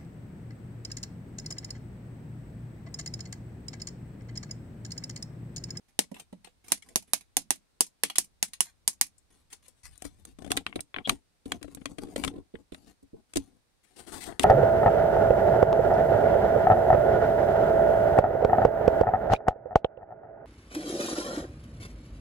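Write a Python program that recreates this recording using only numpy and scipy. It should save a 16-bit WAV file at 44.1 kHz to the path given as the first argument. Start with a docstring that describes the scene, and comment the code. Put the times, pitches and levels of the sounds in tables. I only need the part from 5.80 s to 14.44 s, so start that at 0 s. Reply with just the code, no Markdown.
"""Close to a phone in a small, soft room, long fingernails tap the ribbed lid of a small hard plastic case
while skin brushes over it. Each impact excites a thump of the cavity, a clack of the shell and a click.
After four seconds one hand shifts its grip: the case knocks, rubs and creaks by stick-slip friction,
and a fingertip squeaks once. At eight seconds fabric swishes past, and a few last knocks follow.
Throughout, the handling sends a dull rumble through the body of the phone."""
import sys
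import numpy as np
from scipy import signal
from scipy.fft import rfft, irfft
from scipy.io import wavfile
from scipy.ndimage import uniform_filter1d

SR = 44100
rng = np.random.default_rng(int(sys.argv[2]) if len(sys.argv) > 2 else 0)


def put_to_file(sound):
    """Save the sound as 16-bit audio at rate SR, in the file named by the first command-line argument."""
    columns = np.atleast_2d(sound).T  # one column per channel
    safe = np.clip(columns, -1, 1)
    whole_steps = np.round(safe * 32767)
    wavfile.write(sys.argv[1], SR, whole_steps.astype(np.int16))


N = 381024
TIME = np.arange(N) / SR
HIT_SIZE = 8192  # samples in one impulse response
THUMP_TOP_HZ, CLACK_TOP_HZ, TOP_HZ = 900, 4500, 15600

# Spectrum of the background. Each row: frequency in Hz, relative level in dB.
AIR_SPECTRUM = [(15, -30.5), (25, 2), (903, -15), (1180, -17), (2700, -19.5), (3180, -21), (3930, -18.5),
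                (7480, -24.5), (8550, -20.5), (15000, -35.5)]
# Resonances heard in each hit: low and middle case modes, plus two high rings near 8.6 and 10.1 kHz.
# Each row: frequency in Hz, bandwidth in Hz, relative peak in dB.
RESONANCES = [(208, 89, -3.5), (282, 31, 9), (359, 40, 1.5), (450.8, 23, 6.5), (729, 120, 4),
              (1050, 89, 0.5), (1920, 84, -10.5), (2270, 350, -8), (3460, 39, -0.5), (6160, 220, -5.5),
              (8590, 340, 3), (10140, 370, 0)]
# Reverberation of the room. Each row: frequency in Hz, time to decay by 60 dB in seconds.
ROOM_DECAY = [(150, 0.24), (400, 0.067), (1100, 0.084), (2800, 0.11), (7000, 0.11), (14000, 0.08)]
# Spectra of skin friction, phone rumble, taps, knocks and cloth friction.
# Each row: frequency in Hz, relative level at the left and at the right in dB.
RUB_SPECTRUM = [(30, -18, -23.5), (120, -11.5, -12), (184, -1.5, -7), (285, -2, -10.5), (405, -11.5, -6),
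                (534, -19, -15), (1190, -18.5, -22), (2200, -21.5, -17), (3554, -19.5, -24),
                (5874, -20, -20), (8817, -13.5, -21), (10700, -20.5, -16), (12500, -23, -27.5),
                (15000, -32, -35.5)]
RUMBLE_SPECTRUM = [(20.6, -12, -10.5), (40, -6.5, -6.5), (67, -2.5, -3.5), (111, -7, -13),
                   (166, -20, -18.5), (402, -47.5, -46), (1500, -79.5, -80.5)]
TAP_SPECTRUM = [(60, -26.5, -17.5), (120, -27.5, -16.5), (195, -7, -6), (403, -8, -9), (800, -7.5, -5),
                (1280, -11, -13), (2480, -8, -7), (3500, -6.5, -8.5), (6850, -3.5, -1.5),
                (7200, -0.5, -10.5), (9000, 1, -6), (10200, -8, 4), (11600, -13.5, -1.5),
                (14500, -17.5, -20.5)]
KNOCK_SPECTRUM = [(40, -3, -5), (154, -1, -4.5), (278, -0.5, -3), (650, -3, -4), (860, -16.5, -41),
                  (1340, -10.5, -10), (1810, -13, -23.5), (2600, -14.5, -12), (3200, -10.5, -10),
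                  (3980, -18, -6), (5890, -21.5, -27.5), (8540, -18, -17.5), (11060, -27.5, -21.5),
                  (15700, -41.5, -37)]
CLOTH_SPECTRUM = [(101, -9, -9.5), (356, 6, -7), (593, -11.5, -12.5), (710, 1.5, -14), (1080, -3.5, -20.5),
                  (1950, 14, -7), (3500, -1, -15.5), (6220, -13.5, -25), (8900, -3.5, -23),
                  (9840, -10.5, -18), (12440, -18, -33), (15000, -25, -34)]
# Mostly skin sliding on the case. The row at 7.66 s is a low hum dying away after the loud knock at 7.57 s.
# Each row: start and length in seconds, rumble and hiss in dB before trim.
RUBS_AND_HUM = [(.08, 0.016, -67, -64.5), (.35, .07, -62, -63), (.64, 0.025, -66, -54.5),
                (.84, 0.08, -58, -56.5), (1.04, 0.089, -62, -69), (1.27, 0.1, -64, -67),
                (2.85, 0.038, -87, -58.5), (3.5, 0.094, -66, -67), (3.7, 0.031, -63, -49),
                (3.822, 0.039, -70, -60), (3.87, 0.13, -82, -71), (4.03, 0.03, -76, -49.5),
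                (4.08, 0.18, -80, -64.5), (4.24, 0.014, -47, -47), (4.29, 0.13, -64, -69.5),
                (4.465, 0.037, -56, -64), (4.6, 0.21, -47.5, -65.5), (4.86, .14, -50.5, -70),
                (5.16, 0.033, -43, -75), (5.27, 0.052, -34.5, -47), (5.655, 0.11, -46.5, -63.5),
                (5.81, .23, -58.5, -69.5), (6.06, 0.22, -46.5, -63.5), (6.17, .17, -47.5, -63),
                (6.37, .11, -39.5, -51), (6.49, 0.12, -48.5, -81), (6.745, 0.054, -47.5, -66),
                (6.93, .18, -56.5, -63.5), (7.335, 0.06, -57.5, -84), (7.49, 0.036, -74, -69),
                (7.57, 0.072, -48.5, -58.5), (7.66, .12, -68, -85)]
# Placement of those sounds. Each row: time in seconds, left minus right in dB.
RUB_BALANCE = [(0, -6.5), (3.4, 1), (3.8, 2.5), (4.2, 12), (4.7, 7.5), (5.3, 0.5), (6.0, 6), (6.7, 8),
               (7.7, 5.5)]
# The hand steadies and regrips the phone. Each row: start and length in seconds, level in dB.
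PHONE_GRIPS = [(.12, 1.6, -71), (2.35, 1.6, -71.5), (4.035, .09, -55), (4.2, .55, -59)]
# Nails and fingertips on the lid. Each row: start in seconds, thump, clack and click in dB before trim, thump
# and clack frequencies in Hz, left minus right in dB.
NAIL_TOUCHES = [(.1905, -27.5, -28.5, -23.5, 463, 2090, 0.5), (0.315, -39, -58, -60.5, 212, 970, -7),
                (0.3432, -56.5, -54, -57, 426, 2600, 4), (0.365, -57, -53.5, -84, 805, 2610, -2),
                (0.3969, -56, -52.5, -48, 550, 2580, 5), (0.527, -42.5, -59.5, -64.5, 176, 980, -2.5),
                (0.645, -58.5, -53.5, -53.5, 171, 2570, 11), (0.6715, -55.5, -59.5, -72, 462, 2360, -7),
                (.882, -65.5, -57, -49.5, 457, 2330, 3), (0.9199, -36, -30, -21, 600, 2070, -3),
                (1.0225, -77, -54.5, -55.5, 486, 2060, 6), (1.158, -31.5, -31, -23, 670, 2600, -3),
                (1.334, -36, -29.5, -21.5, 651, 2130, -5), (1.0875, -72.5, -62.5, -56, 320, 2070, 4.5),
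                (1.409, -67.5, -59, -55.5, 413, 2120, -4.5),
                (1.5682, -33.5, -31.5, -22.5, 760, 3910, -3.5), (1.706, -34.5, -31.5, -22, 347, 1970, -3),
                (2.0068, -33.5, -31.5, -18.5, 339, 3360, -1), (2.2353, -33.5, -28.5, -24, 352, 2320, -0.5),
                (2.299, -49, -39, -44, 800, 2880, -0.5), (2.3564, -56, -39, -38, 203.4, 3000, 1.5),
                (2.3833, -36, -32, -19, 334, 2650, -1.5), (2.627, -38, -31.5, -24, 191.5, 1654, 0.5),
                (2.7334, -71.5, -48, -43.5, 180, 3980, 0.5), (2.8056, -39.5, -30, -20, 340, 1490, -3.5),
                (3.0769, -41.5, -33.5, -21, 342, 1030, -1), (3.212, -41.5, -31, -20, 303, 2024, -1.5),
                (3.3801, -89.5, -85, -61, 165, 4250, 14.5), (3.7283, -57, -52, -45.5, 440, 970, 3),
                (3.881, -64, -72, -54, 230, 3900, 8.5)]
# Knocks of the gripped case. Each row: start in seconds, thump, clack and click in dB before trim,
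# thump frequency in Hz, left minus right in dB.
CASE_KNOCKS = [(4.221, -46, -50.5, -44.5, 754, 16), (4.2501, -37.5, -51.5, -46.5, 287, 11),
               (4.1768, -72, -76, -53.5, 291, 28), (4.4515, -57.5, -57, -48.5, 704, 2),
               (4.704, -31.5, -42, -43.5, 307, 7), (4.7172, -35.5, -30, -28.5, 412, -0.5),
               (4.767, -45, -45, -35, 385, 12), (4.7721, -36, -28.5, -33.5, 280, 0),
               (4.8645, -44, -32.5, -49.5, 203, 2), (4.926, -63, -46, -84, 420, 12),
               (4.957, -31, -41, -46, 303, 6), (4.9906, -44.5, -49.5, -90, 390, 11),
               (5.0058, -58, -50.5, -38, 494, -3.5), (5.273, -37, -40.5, -49, 254, 6),
               (5.2942, -41, -22.5, -27.5, 272, 4.5), (5.32, -37.5, -55, -63, 285.7, 21),
               (5.656, -36.5, -55.5, -58, 280, 8.5), (5.719, -39, -31, -38, 273, 5),
               (5.8278, -60, -49, -48.5, 249, 6), (5.948, -48.5, -57.5, -45, 290, -3),
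               (6.056, -37, -37, -41, 280, 8), (6.1831, -36.5, -46, -49.5, 300, 13),
               (6.3598, -31, -39.5, -40, 357, 6), (6.4365, -43, -32, -40, 347, 28),
               (6.4461, -33, -36, -37.5, 322, 4), (6.4768, -33.5, -38.5, -48, 270, 7),
               (6.739, -38.5, -68, -84, 398, -5.5), (6.7529, -51, -51, -93, 208, 16),
               (6.921, -40.5, -54.5, -62, 440, -6), (6.9458, -53, -49.5, -57.5, 257, 1),
               (7.227, -52.5, -84.5, -71, 279, 3), (7.331, -43, -86, -92, 407, 0),
               (7.5354, -53.5, -51, -48.5, 309, 8), (7.5573, -27, -39, -36, 316, 7),
               (7.5691, -26, -37.5, -32.5, 270, -1.5), (8.5219, -48, -52, -71, 706, 25),
               (8.595, -30.5, -28.5, -31.5, 246, 7.5), (8.633, -34.5, -35, -36, 286, -3)]
# Runs of stick-slip jerks. Each row: start in seconds, number of jerks, first period in seconds, ratio of
# each period to the last, mid-run thump, clack and click in dB before trim, thump frequency in Hz,
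# left minus right in dB.
CREAK_RUNS = [(4.587, 5, 0.034, 0.72, -43.5, -54, -58, 780, 21.5),
              (5.1426, 3, 0.02, 1.1, -47, -35.5, -66, 394, 6.5),
              (5.814, 3, .029, 1.25, -42, -59.5, -68.5, 298, 16),
              (5.971, 2, 0.044, 1, -42, -58.5, -72, 260, 13),
              (6.222, 4, 0.027, 0.75, -43.5, -64.5, -69, 279, 6),
              (6.511, 4, 0.025, 0.92, -41, -69, -74, 300, 2)]
# Fabric brushing by. Each row: start and length in seconds, rumble and hiss in dB before trim.
CLOTH_STROKES = [(8.025, 0.052, -71.5, -62), (8.1, 0.098, -68, -68), (8.155, 0.043, -47.5, -48),
                 (8.26, 0.1, -47, -50), (8.315, 0.047, -40, -43), (8.398, 0.067, -46.5, -39.5),
                 (8.445, 0.05, -37.5, -66), (8.595, 0.055, -40, -41.5)]


def undb(db):
    """Decibels to amplitude ratio."""
    return 10 ** (np.asarray(db) / 20)


def unit(x):
    """Normalisation to an rms of 1."""
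    return x / np.sqrt(np.mean(x ** 2))


def sides(pan_db):
    """Constant-power panning: left and right gains that differ by pan_db."""
    gains = undb(np.array([pan_db, -pan_db]) / 2).reshape(2, -1)
    return gains / np.sqrt(np.mean(gains ** 2, axis=0))


def add(out, x, s):
    """Superposition: add x to out, starting at s seconds."""
    i = max(0, int(round(s * SR)))
    out[:, i:i + x.shape[1]] += x[:, :max(0, N - i)]


def response(points, size):
    """Minimum-phase response through (Hz, dB, ..) points, one row for each dB column."""
    hz, *columns = np.transpose(points)
    f = np.maximum(np.fft.rfftfreq(size, 1 / SR), 1)
    cepstrum = irfft(np.log(undb([np.interp(np.log(f), np.log(hz), c) for c in columns])), size)
    cepstrum[:, 1:size // 2] *= 2  # folding onto positive time makes the filter causal
    cepstrum[:, size // 2 + 1:] = 0
    return np.exp(rfft(cepstrum))


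def coloured_noise(spectrum):
    """Spectral shaping of white noise, independent at each side, to an rms of 1."""
    return unit(irfft(rfft(rng.standard_normal((2, N))) * response(spectrum, N), N))


def air(level_db):
    """The noise floor: faint, steady room rumble and microphone hiss."""
    return undb(level_db) * coloured_noise(AIR_SPECTRUM)


def resonance(size, hz, width_hz):
    """Frequency response of a damped oscillator, with gain 1 at its centre."""
    f = np.maximum(np.fft.rfftfreq(size, 1 / SR), 1)
    return 1 / (1 + 1j * hz / width_hz * (f / hz - hz / f))


def ringing(size, ring_db):
    """Superposition of the direct push, the low and middle case modes and two high rings."""
    return 1 + sum(undb(db + ring_db) * resonance(size, hz, width) for hz, width, db in RESONANCES)


def spot(size, spread_db, count=90):
    """Modal coupling depends on position: each spot favours a random set of the higher modes."""
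    hz = np.linspace(np.sqrt(THUMP_TOP_HZ / 2), np.sqrt(TOP_HZ), count) ** 2
    db = spread_db * np.clip(rng.standard_normal(count), -2, 2)
    db[0] = 0
    return response(np.column_stack([hz, db]), size)


def registers(x):
    """Band splitting into the lows of the cavity, the mids of the shell and the treble of the contact."""
    bands = [(THUMP_TOP_HZ, "low"), ([THUMP_TOP_HZ, CLACK_TOP_HZ], "band"), (CLACK_TOP_HZ, "high")]
    return [signal.sosfilt(signal.butter(3, hz, kind, fs=SR, output="sos"), x) for hz, kind in bands]


def wander(rate_hz):
    """Smoothing turns white noise into a slow fluctuation with an rms of 1."""
    width = int(SR / rate_hz)
    return unit(uniform_filter1d(uniform_filter1d(rng.standard_normal(N), width), width))


def friction(slips_per_s, spread_db, smooth_db, flutter_db, spot_db, size=4096):
    """Sliding friction: tiny random slips and fibre noise, under a pressure that flutters and moves."""
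    slips = (rng.random(N) < slips_per_s / SR) * rng.standard_normal(N)
    slips *= undb(spread_db * np.minimum(rng.exponential(size=N), 4))
    drive = unit(slips) + undb(smooth_db) * rng.standard_normal((2, N))
    out, fade = np.zeros((2, N)), np.sqrt(np.hanning(size))
    for i in range(0, N, size // 2):  # cross-fade from spot to spot
        modes = spot(size, spot_db)
        modes /= np.sqrt(np.mean(abs(modes) ** 2))
        add(out, fade * irfft(rfft(drive[:, i:i + size], size) * modes), i / SR)
    return out * undb(flutter_db * wander(rate_hz=40))


def strokes(rows, attack_s, release_s):
    """Incoherent strokes rise, hold, decay and add in power; one gain curve for each dB column."""
    power = np.zeros((len(rows[0]) - 2, N))
    for s, length_s, *levels_db in rows:
        t = np.arange(int((length_s + 10 * release_s) * SR)) / SR
        shape = (1 - np.exp(-(t / attack_s) ** 2)) * np.exp(-np.maximum(t - length_s, 0) / release_s)
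        add(power, np.outer(undb(levels_db), shape) ** 2, s)
    return np.sqrt(power)


def slide(drive, spectrum, gains, ring_db, rasp_db):
    """Forced vibration: the rumble follows one gain, the mid rasp and the hiss the other."""
    impulse_response = irfft(response(spectrum, HIT_SIZE) * ringing(HIT_SIZE, ring_db))
    body = signal.oaconvolve(drive, impulse_response, axes=1)[:, :N]
    low, mid, high = (unit(part) for part in registers(body))
    rumble, hiss = gains
    return rumble * low + hiss * (undb(rasp_db) * mid + high)


def rubbing(trim_db):
    """Friction of skin on the ribs drives the cavity; the same noise gives a dying hum."""
    drive = friction(slips_per_s=670, spread_db=3, smooth_db=0.5, flutter_db=3.5, spot_db=7.5)
    gains = undb(trim_db) * strokes(RUBS_AND_HUM, attack_s=0.004, release_s=0.018)
    pan_db = np.interp(TIME, *np.transpose(RUB_BALANCE))
    return slide(drive, RUB_SPECTRUM, gains, ring_db=-7, rasp_db=-0.5) * sides(pan_db)


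def phone_rumble(handled):
    """Structure-borne sound: the phone rumbles when regripped and as each push on the case rocks it."""
    settle_s, rock_db, at_thump_db, db_per_db = 0.0083, -50.5, -41.5, 0.92
    keep = np.exp(-1 / (settle_s * SR))
    low_power = np.mean(registers(handled)[0] ** 2, axis=0)
    thump = np.sqrt(signal.lfilter([1 - keep], [1, -keep], low_power))
    rocking = undb(rock_db) * (thump / undb(at_thump_db)) ** db_per_db
    gripping = strokes(PHONE_GRIPS, attack_s=0.0038, release_s=0.04)
    return coloured_noise(RUMBLE_SPECTRUM) * np.hypot(rocking, gripping)


def room(onset_s):
    """Diffuse reverberation: a noise tail of unit energy, decaying at its own rate in each band."""
    t = np.arange(HIT_SIZE) / SR
    log_f = np.log(np.maximum(np.fft.rfftfreq(HIT_SIZE, 1 / SR), 1))
    hz, t60s = np.transpose(ROOM_DECAY)
    noise = rfft(rng.standard_normal((2, HIT_SIZE)))
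    tail = sum(irfft(noise * np.interp(log_f, np.log(hz), band)) * np.exp(-np.log(1000) * t / t60)
               for band, t60 in zip(np.eye(len(hz)), t60s))
    return unit(tail * (1 - np.exp(-(t / onset_s) ** 2))) / np.sqrt(HIT_SIZE)


def contact(lag_ms, rise_s, decay_s, shell_db, side_db, echo_ms, echo_db, room_db):
    """Spectrum of an impact: a sharp push, the shell's dense ring, an early reflection and the room."""
    t = np.arange(HIT_SIZE) / SR
    f = np.fft.rfftfreq(HIT_SIZE, 1 / SR)
    # the shell radiates differently towards each microphone
    ring = rng.standard_normal(HIT_SIZE) + undb(side_db) * rng.standard_normal((2, HIT_SIZE))
    envelope = (1 - np.exp(-t / rise_s)) * np.exp(-t / decay_s)
    direct = undb(shell_db) * unit(ring * envelope) / np.sqrt(HIT_SIZE)
    echo_s = echo_ms / 1000 * rng.uniform(0.8, 1.25, (2, 1))
    echo = undb(echo_db) * rfft(direct) * np.exp(-2j * np.pi * f * echo_s)
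    direct[:, 0] -= 1  # the push
    tail = undb(room_db) * rfft(room(onset_s=0.0025))
    lag_s = np.array([[max(lag_ms, 0)], [max(-lag_ms, 0)]]) / 1000  # a positive lag delays the left
    return (rfft(direct) + echo + tail) * np.exp(-2j * np.pi * f * lag_s)


def struck(thump_hz, clack_hz, thump_width_hz, thump_db, clack_q, clack_db):
    """Resonance of the cavity mode and the shell mode that a blow excites most."""
    return ((1 + undb(thump_db) * resonance(HIT_SIZE, thump_hz, thump_width_hz))
            * (1 + undb(clack_db) * resonance(HIT_SIZE, clack_hz, clack_hz / clack_q)))


def blow(spectrum, levels_db, pan_db, corner_hz=600):
    """Spectral tilt brings a blow's first 20 ms towards its thump, clack and click; panning places it."""
    head = int(0.02 * SR)
    fade = signal.windows.tukey(2 * head, 0.2)[head:]
    register = np.digitize(np.fft.rfftfreq(head, 1 / SR), [THUMP_TOP_HZ, CLACK_TOP_HZ])
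    for _ in range(3):
        onset = irfft(spectrum)[:, :head] * fade
        power = np.mean(abs(rfft(onset)) ** 2, axis=0) * 2 / head ** 2
        thump, clack, click = levels_db - 10 * np.log10(np.bincount(register, power))
        tilt = [(corner_hz, thump), (corner_hz * 2, clack), (3300, clack), (6000, click)]
        spectrum = spectrum * response(tilt, HIT_SIZE)
    x = irfft(spectrum) * signal.windows.tukey(2 * HIT_SIZE, 0.2)[HIT_SIZE:]
    return x * sides(pan_db) * np.std(x) / np.std(x, axis=1, keepdims=True)


def nail_taps(trim_db, firm_db):
    """Impulsive excitation: hard, short contacts ring the lid."""
    out, colour = np.zeros((2, N)), response(TAP_SPECTRUM, HIT_SIZE) * ringing(HIT_SIZE, ring_db=-12)
    for s, *levels_db, thump_hz, clack_hz, pan_db in NAIL_TOUCHES:
        levels_db = np.add(levels_db, trim_db)
        if max(levels_db) > firm_db:
            # a firm tap is nearly all crack, as the finger damps the lid
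            hit = contact(lag_ms=1.066, rise_s=0.0001, decay_s=0.0016, shell_db=5, side_db=-6,
                          echo_ms=5, echo_db=-11, room_db=-3.5)
            ring = struck(thump_hz, clack_hz, thump_width_hz=98, thump_db=-1, clack_q=4.4, clack_db=-10)
            add(out, blow(hit * colour * ring * spot(HIT_SIZE, spread_db=1.15), levels_db, pan_db), s)
            # the nail then settles on the next rib with a light touch
            s += rng.normal(0.051, 0.006)
            levels_db -= 34.5
        # a light touch drags a little and leaves single modes ringing
        hit = contact(lag_ms=0.98, rise_s=0.001, decay_s=0.0034, shell_db=7, side_db=-4.5,
                      echo_ms=4.6, echo_db=-14, room_db=2)
        ring = struck(thump_hz, clack_hz, thump_width_hz=96, thump_db=8.5, clack_q=9, clack_db=4)
        add(out, blow(hit * colour * ring * spot(HIT_SIZE, spread_db=5), levels_db, pan_db), s)
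    return out


def jerk(levels_db, thump_hz, pan_db, clack_hz, lag_ms):
    """One give of the gripped shell: a softer contact lasts longer, so dull goes with slow and round."""
    thump, clack, click = levels_db
    soft = np.clip((thump - max(clack, click)) / 38.5, 0, 1)  # 1 is a wholly soft push of the palm
    hit = contact(lag_ms, rise_s=0.0008 + 0.011 * soft, decay_s=0.0014 + 0.0042 * soft,
                  shell_db=9 + 2.7 * soft, side_db=5.5, echo_ms=6.6, echo_db=-16, room_db=-8.5)
    colour = response(KNOCK_SPECTRUM, HIT_SIZE) * ringing(HIT_SIZE, ring_db=-1.5)
    ring = struck(thump_hz, clack_hz, thump_width_hz=51, thump_db=8.5, clack_q=3.3, clack_db=-4)
    return blow(hit * colour * ring * spot(HIT_SIZE, spread_db=2.5), levels_db, pan_db, corner_hz=459)


def knocks(trim_db):
    """Cavity resonance: the case booms each time its shell gives under the grip."""
    out = np.zeros((2, N))
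    for s, *levels_db, thump_hz, pan_db in CASE_KNOCKS:
        lag_ms = rng.normal(0.97, 0.18)
        add(out, jerk(np.add(levels_db, trim_db), thump_hz, pan_db, clack_hz=2300, lag_ms=lag_ms), s)
    return out


def creaks(trim_db, edge_db):
    """Stick-slip motion: the gripped shell yields in runs of small jerks, strongest in mid-run."""
    out = np.zeros((2, N))
    for s, jerks, period_s, ratio, *levels_db, thump_hz, pan_db in CREAK_RUNS:
        for place in np.linspace(-1, 1, jerks):
            swell_db = np.add(levels_db, trim_db) + edge_db * place ** 2
            add(out, jerk(swell_db, thump_hz, pan_db, clack_hz=1780, lag_ms=0.062), s)
            s, period_s = s + period_s, period_s * ratio
    return out


def squeak(peak_s, hz, half_length_s, db, roughness, pan_db):
    """Stick-slip oscillation of a fingertip on the gloss: one short, slightly rough whistle."""
    waver = unit(uniform_filter1d(rng.standard_normal(N), size=30))
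    tone = np.sin(2 * np.pi * np.cumsum(hz * (1 + roughness * waver)) / SR)
    envelope = np.exp(-((TIME - peak_s) / half_length_s) ** 2)
    return unit(tone) * undb(db) * envelope * sides(pan_db)


def fabric(trim_db):
    """Fibre friction: cloth brushes past on the left in a few soft strokes."""
    drive = friction(slips_per_s=1200, spread_db=2.5, smooth_db=4.5, flutter_db=3, spot_db=4.5)
    gains = undb(trim_db) * strokes(CLOTH_STROKES, attack_s=0.01, release_s=0.027)
    return slide(drive, CLOTH_SPECTRUM, gains, ring_db=-34, rasp_db=-1.5)


def scene():
    """Superposition of taps, handling and rumble over the noise floor of the room."""
    taps = nail_taps(trim_db=[-0.5, 0, 0], firm_db=-30)  # trims: thump, clack, click
    grip_trim_db = [-1, -0.5, -0.5]
    handled = knocks(grip_trim_db) + creaks(grip_trim_db, edge_db=-2.5)
    handled += rubbing(trim_db=-2) + fabric(trim_db=-0.5)
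    rumble = phone_rumble(handled)
    finger = squeak(peak_s=5.259, hz=3350, half_length_s=0.008, db=-31.5, roughness=0.045, pan_db=6)
    return taps + handled + rumble + finger + air(level_db=-72)


def record(dry):
    """Clipping and band limiting: the phone clips at full scale and cuts the highest treble."""
    low_pass = signal.ellip(8, 0.2, 70, TOP_HZ, fs=SR, output="sos")
    return signal.sosfilt(low_pass, np.clip(dry, -1, 1))


dry = scene()
out = record(dry)
put_to_file(out)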